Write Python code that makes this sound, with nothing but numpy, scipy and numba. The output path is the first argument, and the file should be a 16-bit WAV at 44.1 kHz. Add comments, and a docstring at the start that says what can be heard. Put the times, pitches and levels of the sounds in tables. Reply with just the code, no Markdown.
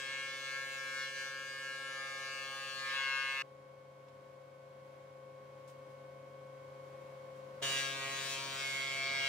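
"""Thickness planer in a workshop

Three stretches follow abruptly: a board being planed, the machine idling with shoes scuffing, a second board pass.
Four uneven knives on a cutter shaft strike the ringing board, summed as multiples of the shaft rate.
Torn chips are noise in gusts once a turn; the empty cutter and a dust blower are steady tones, the blower's
just under the knife tone. Coloured noise gives the air roaring in the hood, the scuffs and a faint knock."""
import sys
import numpy as np
from scipy import signal
from scipy.fft import rfft, irfft
from scipy.io import wavfile
from scipy.ndimage import uniform_filter1d
from numba import njit

SR = 44100
rng = np.random.default_rng(int(sys.argv[2]) if len(sys.argv) > 2 else 0)


def volts_from_decibels(level):
    """Turn decibel levels (scalar or array-like) into linear amplitude factors."""
    exponent = np.asarray(level, float) / 20
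    return 10 ** exponent


def log_audio(samples):
    """Write samples as a 16-bit WAV file to the path given in sys.argv[1]."""
    # one column per channel
    frames = np.atleast_2d(samples).T
    # limit to full scale, then quantise
    limited = np.clip(frames, -1, 1)
    pcm = np.round(limited * 32767).astype(np.int16)
    wavfile.write(sys.argv[1], SR, pcm)


N = 409248
HOP = 256  # samples per control step
T = np.arange(N // HOP + 2) * HOP / SR  # control times in seconds
ORDERS_N = 115  # multiples of the shaft rate
IDLE_HZ = 137.68  # shaft rate without a board
IDLE_HUM_DB = -62  # hum setting at which the empty cutter and the board's lowest multiples are not shifted

# The cut, one list for each pass of a board. Each row: time in seconds, shaft rate in Hz, whine (0.9-3.1 kHz) in dB,
# then in dB against the whine: buzz (3.1-6 kHz) and sizzle (over 6 kHz).
CUTS = [
    [(0.0, 136, -44.5, -6.5, -13), (0.17, 136.1, -42.5, -9, -18.5), (0.4, 136.2, -44, -7.5, -16),
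     (0.56, 136, -40.5, -11.5, -18.5), (0.68, 136.1, -44.5, -10.5, -15), (0.94, 135.9, -41.5, -12, -18),
     (1.04, 136, -41, -8.5, -18), (1.12, 136, -45, -8.5, -16.5), (1.21, 136.1, -41, -10.5, -16.5),
     (1.34, 136.3, -45, -10.5, -17), (1.91, 135.9, -43.5, -13, -17), (2.74, 136.0, -45, -6.5, -15.5),
     (2.99, 135.9, -36, -11.5, -22.5), (3.08, 135.5, -37, -13, -22.5), (3.42, 135.5, -38, -13, -22)],
    [(7.621, 137.1, -53, -5, -11), (7.628, 136.4, -39, -3, -7.5), (7.794, 136.3, -38, -3.5, -10.5),
     (7.95, 136.2, -45, -3.5, -11), (8.098, 136.2, -42, -8.5, -11.5), (8.328, 136.1, -45, 1, -4.5),
     (8.374, 136.3, -44, -3, -11), (8.494, 136.3, -47, -1, -8), (8.656, 136.1, -41, -5.5, -12),
     (8.956, 136, -41, -6, -15.5), (9.132, 136.4, -39, -7, -18.5), (9.28, 135.9, -37.5, -7, -16)],
]
# Tones of the empty cutter. Each row: multiple of the shaft rate (its fraction is dropped), level in dB,
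# left minus right in dB, lead of the left channel in radians.
EMPTY_TONES = [(1, -63.5, -0.5, -0.23), (2, -81, -8, 0.3), (3.0015, -71.5, 0, 0.2), (4.001, -63, 4.5, 0.1),
               (5.005, -74, -0.5, 0.4), (6, -79.5, -3, 1.7), (8.001, -66, 0.5, 0.96),
               (11.997, -77.5, -5.5, -0.4), (16.007, -75.5, 3, -0.2), (23.98, -87.5, 1.5, 0.2)]
# Centres of the four bands of chip hiss, in Hz.
CHIP_BANDS_HZ = [1200, 2800, 5000, 9000]
SECOND_PASS_S = CUTS[1][0][0]
EARLY = T < SECOND_PASS_S - 1  # first-pass settings hold until the idling is nearly over


def along(points, hz):
    """Read a (Hz, value) table on a log-frequency axis."""
    f, v = np.transpose(points)
    return np.interp(np.log(np.maximum(hz, 1)), np.log(f), v)


def full(curve):
    """Control rate to sample rate."""
    return np.interp(np.arange(N) / SR, T, curve)


def walks(rate, count):
    """Smooth random walks at control rate, spread 1; a higher rate (Hz) moves faster."""
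    k = max(int(SR / HOP / rate), 1)
    w = uniform_filter1d(rng.standard_normal((count, len(T))), k)
    w = uniform_filter1d(w, k)
    return w / w.std()


def diffuse(points):
    """Coloured stereo noise, its mid at rms 1: alike left and right in the bass, opposed in the top treble."""
    # Each row: frequency in Hz, side minus mid in dB.
    side_points = [(60, -31), (110, -21), (200, -16), (380, -6), (700, -1), (1290, 6.5), (2380, -2),
                   (4400, -1), (8120, 0.5), (15000, 5)]
    hz = np.fft.rfftfreq(N, 1 / SR)
    mid, side = rfft(rng.standard_normal((2, N))) * volts_from_decibels(along(points, hz))
    side = side * volts_from_decibels(along(side_points, hz))
    mid, side = irfft(mid, N), irfft(side, N)
    return np.array([mid + side, mid - side]) / mid.std()


def stitch(tables, rest):
    """Columns of several stretches on one time line; rest between them."""
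    out = np.full((len(tables[0][0]) - 1, len(T)), float(rest))
    for rows in tables:
        s, *columns = np.transpose(rows)
        inside = (T >= s[0]) & (T <= s[-1] + .004)
        out[:, inside] = [np.interp(T[inside], s, c) for c in columns]
    return out


def pair(db, pan_db, lead):
    """Complex peak sizes left and right of a tone of rms db."""
    left = volts_from_decibels(db + pan_db / 2) * np.exp(.5j * lead)
    right = volts_from_decibels(db - pan_db / 2) * np.exp(-.5j * lead)
    return np.sqrt(2) * np.array([left, right])


def ports(hz):
    """How two microphone ports hear the cutter: left lead (rad), balance (dB), share scattered by the hall."""
    # Each row: frequency in Hz, lead of the left port in radians, left minus right in dB.
    port_points = [(2400, 0.29, 2), (3520, 1.19, 2.5), (7500, 1.35, 5), (8600, 0.9, 3.5), (10550, -1., 1.5),
                   (12470, -3, 0), (13400, -3, 0), (14400, -5, 0), (15600, -6.5, 0)]
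    f, lead, pan_db = np.transpose(port_points)
    scattered = np.exp(-(hz / 11100) ** 8)  # above 11.1 kHz the sound comes straight from the cutter
    return np.interp(hz, f, lead), np.interp(hz, f, pan_db), scattered


@njit
def sum_multiples(phase, size, heard, hop):
    """Sum the heard multiples of a shaft phase, each with a slowly moving complex size for both channels."""
    out = np.zeros((2, len(phase)))
    for i in range(len(phase)):
        b, u = i // hop, (i % hop) / hop
        z = np.exp(1j * phase[i])
        zk, left, right = z, 0., 0.
        for k in range(heard[b]):
            left += (zk * (size[0, b, k] + u * (size[0, b + 1, k] - size[0, b, k]))).real
            right += (zk * (size[1, b, k] + u * (size[1, b + 1, k] - size[1, b, k]))).real
            zk *= z
        out[0, i], out[1, i] = left, right
    return out


def board(bands_db, hum_db, cutting):
    """Uneven knives strike the ringing board: complex size of every shaft multiple, fading as the board slides."""
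    # Ring of the board. Each row: multiple of the shaft rate, then for each pass a level in dB and left minus right
    # in dB. From the 7th multiple up the levels only balance the multiples within a band; the 1st is lowered below.
    ring_rows = [(2, -68.5, 1, -71.5, 1.5), (3, -64, 2.5, -64.5, 1.5), (4, -55.5, 1, -61.5, 0.5),
                 (5, -70.5, 1, -63, 2), (6, -71, 1, -76.5, 3), (7, -75.5, 3, -65, 0),
                 (8, -57.5, -1.5, -56, 2), (9, -63, -0.5, -57.5, -4), (10, -65, 0.5, -62, 9.5),
                 (11, -64.5, 4, -62.5, 2), (12, -49, 2, -54, 5.5), (13, -50, -1, -63, 7),
                 (14, -74.5, -4, -59.5, -5), (15, -65.5, 3, -59, -6), (16, -53, 1, -57.5, -4),
                 (17, -56.5, 3.5, -51, 1), (18, -64, 0, -59, 4), (19, -62.5, 3, -61, 7.5),
                 (20, -68, 6, -57.5, -1), (21, -57.5, 0, -60, -2), (22, -65, 1, -58, 1),
                 (23, -67.5, 1, -61, 5), (24, -63, 1, -57, 1), (25, -60.5, 2, -62, 1),
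                 (26, -62.5, 1, -59, 1), (27, -69, 1, -59.5, 0.5), (28, -68.5, -1, -59, 3),
                 (29, -63.5, 2, -61, 2), (30, -66.5, 2, -69, 1), (31, -64.5, 0, -65.5, 1),
                 (32, -62, 1, -60, 1), (33, -63, 1, -60.5, 1)]
    # Ring above those multiples. Each row: frequency in Hz, level in dB against the last six of them.
    ring_top = [(3800, 3), (4500, -2.5), (6000, -6.5), (8000, -12), (10500, -19), (12500, -17.5),
                (14500, -19), (15500, -25)]
    # Relative depth of bite of each knife.
    knife_depths = [1, 0.81, 0.31, 0.39]
    # As the free end of the board shortens, resonances sing out or fall away. Each row: start and end in seconds,
    # centre in Hz, width in Hz, gain in dB before band balancing (part or none if the end precedes the start).
    singing = [(0, 1.05, 2180, 71, 5), (0, .45, 3300, 74, 7), (.6, 1.78, 1630, 58, 3),
               (-0.5, .75, 2680, 91, 9.5), (0.3, 2.07, 1360, 44, 8), (2.5, 3.2, 1900, 44, 9.5),
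               (3, 3., 2860, 50, 6.5), (.9, 1.05, 1500, 43, 10.5), (1.1, 1.074, 3200, 430, 6.5),
               (1.2, 1.31, 1500, 50, 9), (1.3, 1.84, 2000, 72, -9), (1.6, 2.4, 3300, 140, -5),
               (1.6, 2.35, 2860, 69, 4), (2., 3.42, 747, 84, 10), (2, 3.42, 1220, 69, 9),
               (2, 2.75, 2700, 63, 8), (2.5, 2.8, 1770, 50, -4), (2.58, 2.82, 2180, 60, -10),
               (2.5, 2.7, 3520, 80, 4.5), (3, 3., 3400, 51, 9), (3, 3.33, 1500, 65, 9.5),
               (2.8, 3.42, 2040, 50, 11.5), (3.5, 3.08, 2310, 67, 4.5), (3, 3.42, 950, 53, 13.5),
               (3, 3.354, 2180, 60, 9), (3, 3.42, 1090, 43, 4.5), (3, 3.27, 2310, 50, -10),
               (2.97, 3.42, 2680, 90, 19), (3, 3.42, 3130, 50, 8), (7.62, 7.76, 2900, 95, 13.5),
               (7.62, 7.92, 1690, 80, 8), (7.62, 8.02, 3730, 150, 7.5), (8, 7.88, 2310, 60, 6),
               (7.5, 7.9, 3270, 60, 5.5), (8., 8.55, 950, 46, 8), (8.55, 9., 1415, 80, 8.5),
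               (8., 8.32, 1900, 50, 6.5), (8.5, 8.36, 3700, 80, 9.5), (8.2, 8.5, 4490, 60, 5),
               (7.95, 8.35, 2580, 50, 7), (8.64, 9.28, 2180, 60, 15.5), (9, 9.28, 2310, 45, 6),
               (8.8, 9.28, 3270, 60, 5), (9.21, 9.28, 2860, 70, 13), (9, 9.28, 680, 46, 7.5),
               (9.15, 9.28, 1630, 60, 4.5)]
    # How far walls and casting scatter the phases, in radians, for each pass.
    scatter_rad = [1.17, 2.21]
    scatter_db, swell_db, sing_ramp_s = 2., 3., 0.077
    moving_db, apart, lead_spread = -6., 1.94, 0.79  # restless share, its left-right difference, lead in radians

    k = np.arange(1, ORDERS_N + 1)
    hz = k * IDLE_HZ
    port_lead, port_pan_db, diffuse_share = ports(hz)
    ring = np.transpose(ring_rows)
    db, pan_db, lead = np.zeros((3, len(T), ORDERS_N))

    # the knives come a quarter turn apart; the scattered phases creep as the board moves
    bites = sum(a * np.exp(-.5j * np.pi * k * j) for j, a in enumerate(knife_depths))
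    phase = np.angle(bites) + np.where(EARLY, *scatter_rad)[:, None] * walks(.6, count=ORDERS_N).T

    for rows, low_db, pans in zip(CUTS, ring[1::2], ring[2::2]):
        shape = low_db[-6:].mean() + along(ring_top, hz) + scatter_db * rng.standard_normal(ORDERS_N)
        pan = port_pan_db + 2.2 * diffuse_share * rng.standard_normal(ORDERS_N)
        shape[1:len(low_db) + 1], pan[1:len(low_db) + 1] = low_db, pans
        shape[0] = low_db[0] - 30
        now = T >= rows[0][0] - .01
        db[now], pan_db[now] = shape, pan
        spread = lead_spread * diffuse_share * np.minimum(hz / 790.0, 1)
        lead[now] = port_lead + spread * rng.standard_normal(ORDERS_N)

    shaft_hz = CUTS[0][0][1]
    for start, end, mode_hz, width_hz, mode_db in singing:
        on = np.clip(np.minimum(T - start, end - T) / sing_ramp_s + 1, 0, 1)
        db += mode_db * np.outer(on, np.exp(-.5 * ((k * shaft_hz - mode_hz) / width_hz) ** 2))
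    # upper multiples swell one by one
    db += swell_db * np.clip(hz / 2970.0 - .6, 0, 1) * walks(2.8, count=ORDERS_N).T
    # the lowest multiples shake the casting like the hum
    db[:, :6] += (hum_db - IDLE_HUM_DB)[:, None]
    # whine, buzz and sizzle bands are brought to their levels
    for (lo, hi), band_db in zip([(6, 23), (23, 44), (44, ORDERS_N)], bands_db):
        sum_db = 10 * np.log10((volts_from_decibels(db[:, lo:hi]) ** 2).sum(axis=1))
        db[:, lo:hi] += (band_db - sum_db)[:, None]

    # the sliding board shifts its nodes: a restless share, quicker in the treble, makes each multiple fade and turn
    slow, quick = (walks(rate, count=6 * ORDERS_N).reshape(3, 2, ORDERS_N, -1) for rate in (9., 24.))
    mix = np.clip(hz / 6700.0, 0, .9)[:, None]
    w = np.sqrt(1 - mix) * slow + np.sqrt(mix) * quick
    # neighbours move partly together, so the restless share still arrives as a rattle once a turn
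    w = uniform_filter1d(w, size=3, axis=2) * np.sqrt(3)
    w = (w[:, 0] + 1j * w[:, 1]).transpose(0, 2, 1) * np.exp(1j * np.angle(bites)) / np.sqrt(2)
    own = apart * diffuse_share * np.minimum(hz / 3430.0, 1)
    # strong multiples are steadier than their weak neighbours
    restless_db = 0.72 * (uniform_filter1d(db, size=7, axis=1) - db) + moving_db
    share = volts_from_decibels(restless_db) * np.minimum(hz / 1130.0, 1)
    fade = (np.exp(1j * phase) + share * (w[0] + own * w[1:])) / np.sqrt(1 + share ** 2)
    return pair(db, pan_db, lead) * fade * cutting[:, None]


def chips(bands_db, phase):
    """Shavings torn off and flung up the hood, in gusts once a turn; four bands of hiss come in patches."""
    # Colour of the hiss. Each row: frequency in Hz, density in dB per Hz.
    chip_colour = [(150, -50), (500, -19), (900, -4.5), (1400, -6.5), (2200, -4), (3400, -5.5),
                   (6000, -10.5), (10000, -19.5), (13000, -20), (16000, -27)]
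    # Tearing in each pass, one gain in dB for each band: two against the whine, then buzz, then sizzle.
    tear_rows = [(-23, -21, -13, -3.5), (-17.5, -10.5, -6.5, 1)]
    # Rough bursts where the grain splits. Each row: middle in seconds, half length in seconds,
    # dB over the steady tearing, centre in Hz.
    grain_splits = [(.12, .06, 7, 2800), (.55, .06, 1, 2200), (1.04, .085, 6, 3300), (1.25, .06, 2, 1802),
                    (2.45, .1, 4, 2500), (3.0, 0.13, 6, 1700), (7.72, .14, 1.5, 2201)]
    gate, patchy_db, hall_db, reach_octaves = 0.82, 2., -3.0, 1.3

    hz = np.fft.rfftfreq(N, 1 / SR)
    near = rfft(rng.standard_normal(N)) * volts_from_decibels(along(chip_colour, hz))
    lead, pan_db, scattered = ports(hz)
    near = near * pair(0, pan_db, lead) / np.sqrt(2) / irfft(near, N).std()
    hiss = near + volts_from_decibels(hall_db) * scattered * rfft(diffuse(chip_colour))

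    split_db = 0
    for s, half, db, mid_hz in grain_splits:
        reach = np.exp(-(np.log2(np.divide(CHIP_BANDS_HZ, mid_hz)) / reach_octaves) ** 2)
        split_db = split_db + db * np.outer(reach, np.exp(-((T - s) / half) ** 4))
    tear_db = np.where(EARLY, *np.array(tear_rows)[:, :, None])
    levels_db = bands_db[[0, 0, 1, 2]] + tear_db + split_db

    out = np.zeros((2, N))
    for band, db, patch in zip(np.eye(len(CHIP_BANDS_HZ)), levels_db, walks(11.0, count=4)):
        weight = along(list(zip(CHIP_BANDS_HZ, band)), hz)
        out += irfft(hiss * weight, N) * full(volts_from_decibels(db + patchy_db * patch))
    return out * (1 + gate * np.cos(phase))


def empty_cutter(hum_db, cutting):
    """Shaft hum always; the knives' wind tones, fluttering a little, while no board is in."""
    size = np.zeros((2, len(T), ORDERS_N), complex)
    for (k, db, pan_db, lead), w in zip(EMPTY_TONES, walks(6., count=len(EMPTY_TONES))):
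        heard = 1 if k == 1 else 1 - cutting
        flutter_db = 0.8 * w * (k > 1)
        size[:, :, int(k) - 1] = pair(hum_db - IDLE_HUM_DB + db + flutter_db, pan_db, lead) * heard
    return size


def blower(db):
    """Blade tone of the dust blower and its octave, drifting in phase and level; they beat with the knife tone."""
    # Each row: frequency in Hz, level in dB against the blade tone, left minus right in dB, left lead in radians.
    blower_tones = [(523.9, 0, 6, 0), (1047.8, -18, 5, .9)]
    t = np.arange(N) / SR
    drift = full(0.11 * walks(2., count=1)[0])  # radians
    out = np.zeros((2, N))
    for hz, tone_db, pan_db, lead in blower_tones:
        level_db = full(db + tone_db + 0.57 * walks(8., count=1)[0])
        phase = 2 * np.pi * hz * t + drift * hz / blower_tones[0][0]
        out += (pair(level_db, pan_db, lead) * np.exp(1j * phase)).real
    return out


def scuffs():
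    """Shoes scuff the floor: short bright rubs of noise, a 25 ms slide, then the hall's tail."""
    # Each row: start in seconds, level in dB, 60 dB decay time in seconds.
    scuff_rows = [(5.676, -68.5, .15), (5.9, -80, .1), (7.36, -77.5, .2)]
    t = np.arange(N) / SR
    shape = np.zeros(N)
    for s, db, t60 in scuff_rows:
        shape += volts_from_decibels(db) * (t > s) * 1000. ** (-np.maximum(t - s - .025, 0) / t60)
    return shape * diffuse([(1500, -22), (3000, -5), (9000, -7), (13000, -16), (16000, -15)])


def knock():
    """A faint, dull wooden tick: noise around 2.4 kHz that starts to die at once."""
    # One row: start in seconds, level in dB, 60 dB decay time in seconds.
    knock_row = (4.084, -67.5, .07)
    s, db, t60 = knock_row
    t = np.arange(N) / SR
    shape = volts_from_decibels(db) * (t > s) * 1000. ** (-np.maximum(t - s, 0) / t60)
    return shape * diffuse([(1000, -20), (2400, 2), (4000, -3), (7500, -12), (11000, -30)])


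def hood_air(db):
    """Air roaring in the hood: diffuse coloured noise whose level wanders slightly."""
    # Each row: frequency in Hz, density in dB per Hz.
    air_colour = [(24, -82), (45, -42), (65, -24), (105, -13), (160, -17), (310, -15.5), (467, -16.5),
                  (529, -9), (615, -13), (770, -19), (1090, -18), (1300, -24), (2200, -27), (16000, -50.5)]
    return diffuse(air_colour) * full(volts_from_decibels(db + .5 * walks(3., count=1)[0]))


def scene():
    """Board and cutter on one shaft phase, with chips, blower, air, scuffs and knock."""
    # The running machine, one list for each stretch. Each row: time in seconds, shaft hum setting in dB,
    # blower tone in dB, air in dB.
    machine_rows = [
        [(0, -66, -61, -66.5), (2.8, -66, -61, -66.5), (3.42, -68, -64, -70.5)],
        [(3.42, -63.5, -60, -65), (4.5, -63, -59.5, -64.5), (5.5, -61, -56.5, -62.5), (6.5, -59, -56, -61.5),
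         (7.62, -59.5, -52.5, -59)],
        [(7.62, -52.5, -62, -51), (7.8, -55, -60, -58), (8.1, -56, -64, -58), (8.7, -58, -71, -58),
         (9.28, -58.5, -73, -57.5)],
    ]
    hz, whine_db, buzz_db, sizzle_db = stitch(CUTS, np.nan)
    cutting = 1. - np.isnan(hz)
    phase = 2 * np.pi * np.cumsum(full(np.nan_to_num(hz, nan=IDLE_HZ))) / SR
    bands_db = np.nan_to_num([whine_db, whine_db + buzz_db, whine_db + sizzle_db], nan=-200)
    hum_db, blower_db, air_db = stitch(machine_rows, -60)
    size = board(bands_db, hum_db, cutting) + empty_cutter(hum_db, cutting)
    # the idle stretch needs only the lowest multiples
    heard = np.where(uniform_filter1d(cutting, size=3) > 0, ORDERS_N, int(EMPTY_TONES[-1][0]))
    shaft = sum_multiples(phase, size, heard, HOP)
    return shaft + chips(bands_db, phase) + blower(blower_db) + scuffs() + knock() + hood_air(air_db)


def roll_off(x):
    """The treble ends steeply here."""
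    return signal.sosfilt(signal.butter(12, 16320, fs=SR, output="sos"), x)


def record(dry):
    """The microphone's top is cut steeply above 15.7 kHz."""
    top = signal.ellip(10, .2, 60, 15700, fs=SR, output="sos")
    mix = signal.sosfilt(top, dry)
    return roll_off(mix)


dry = scene()
out = record(dry)
log_audio(out)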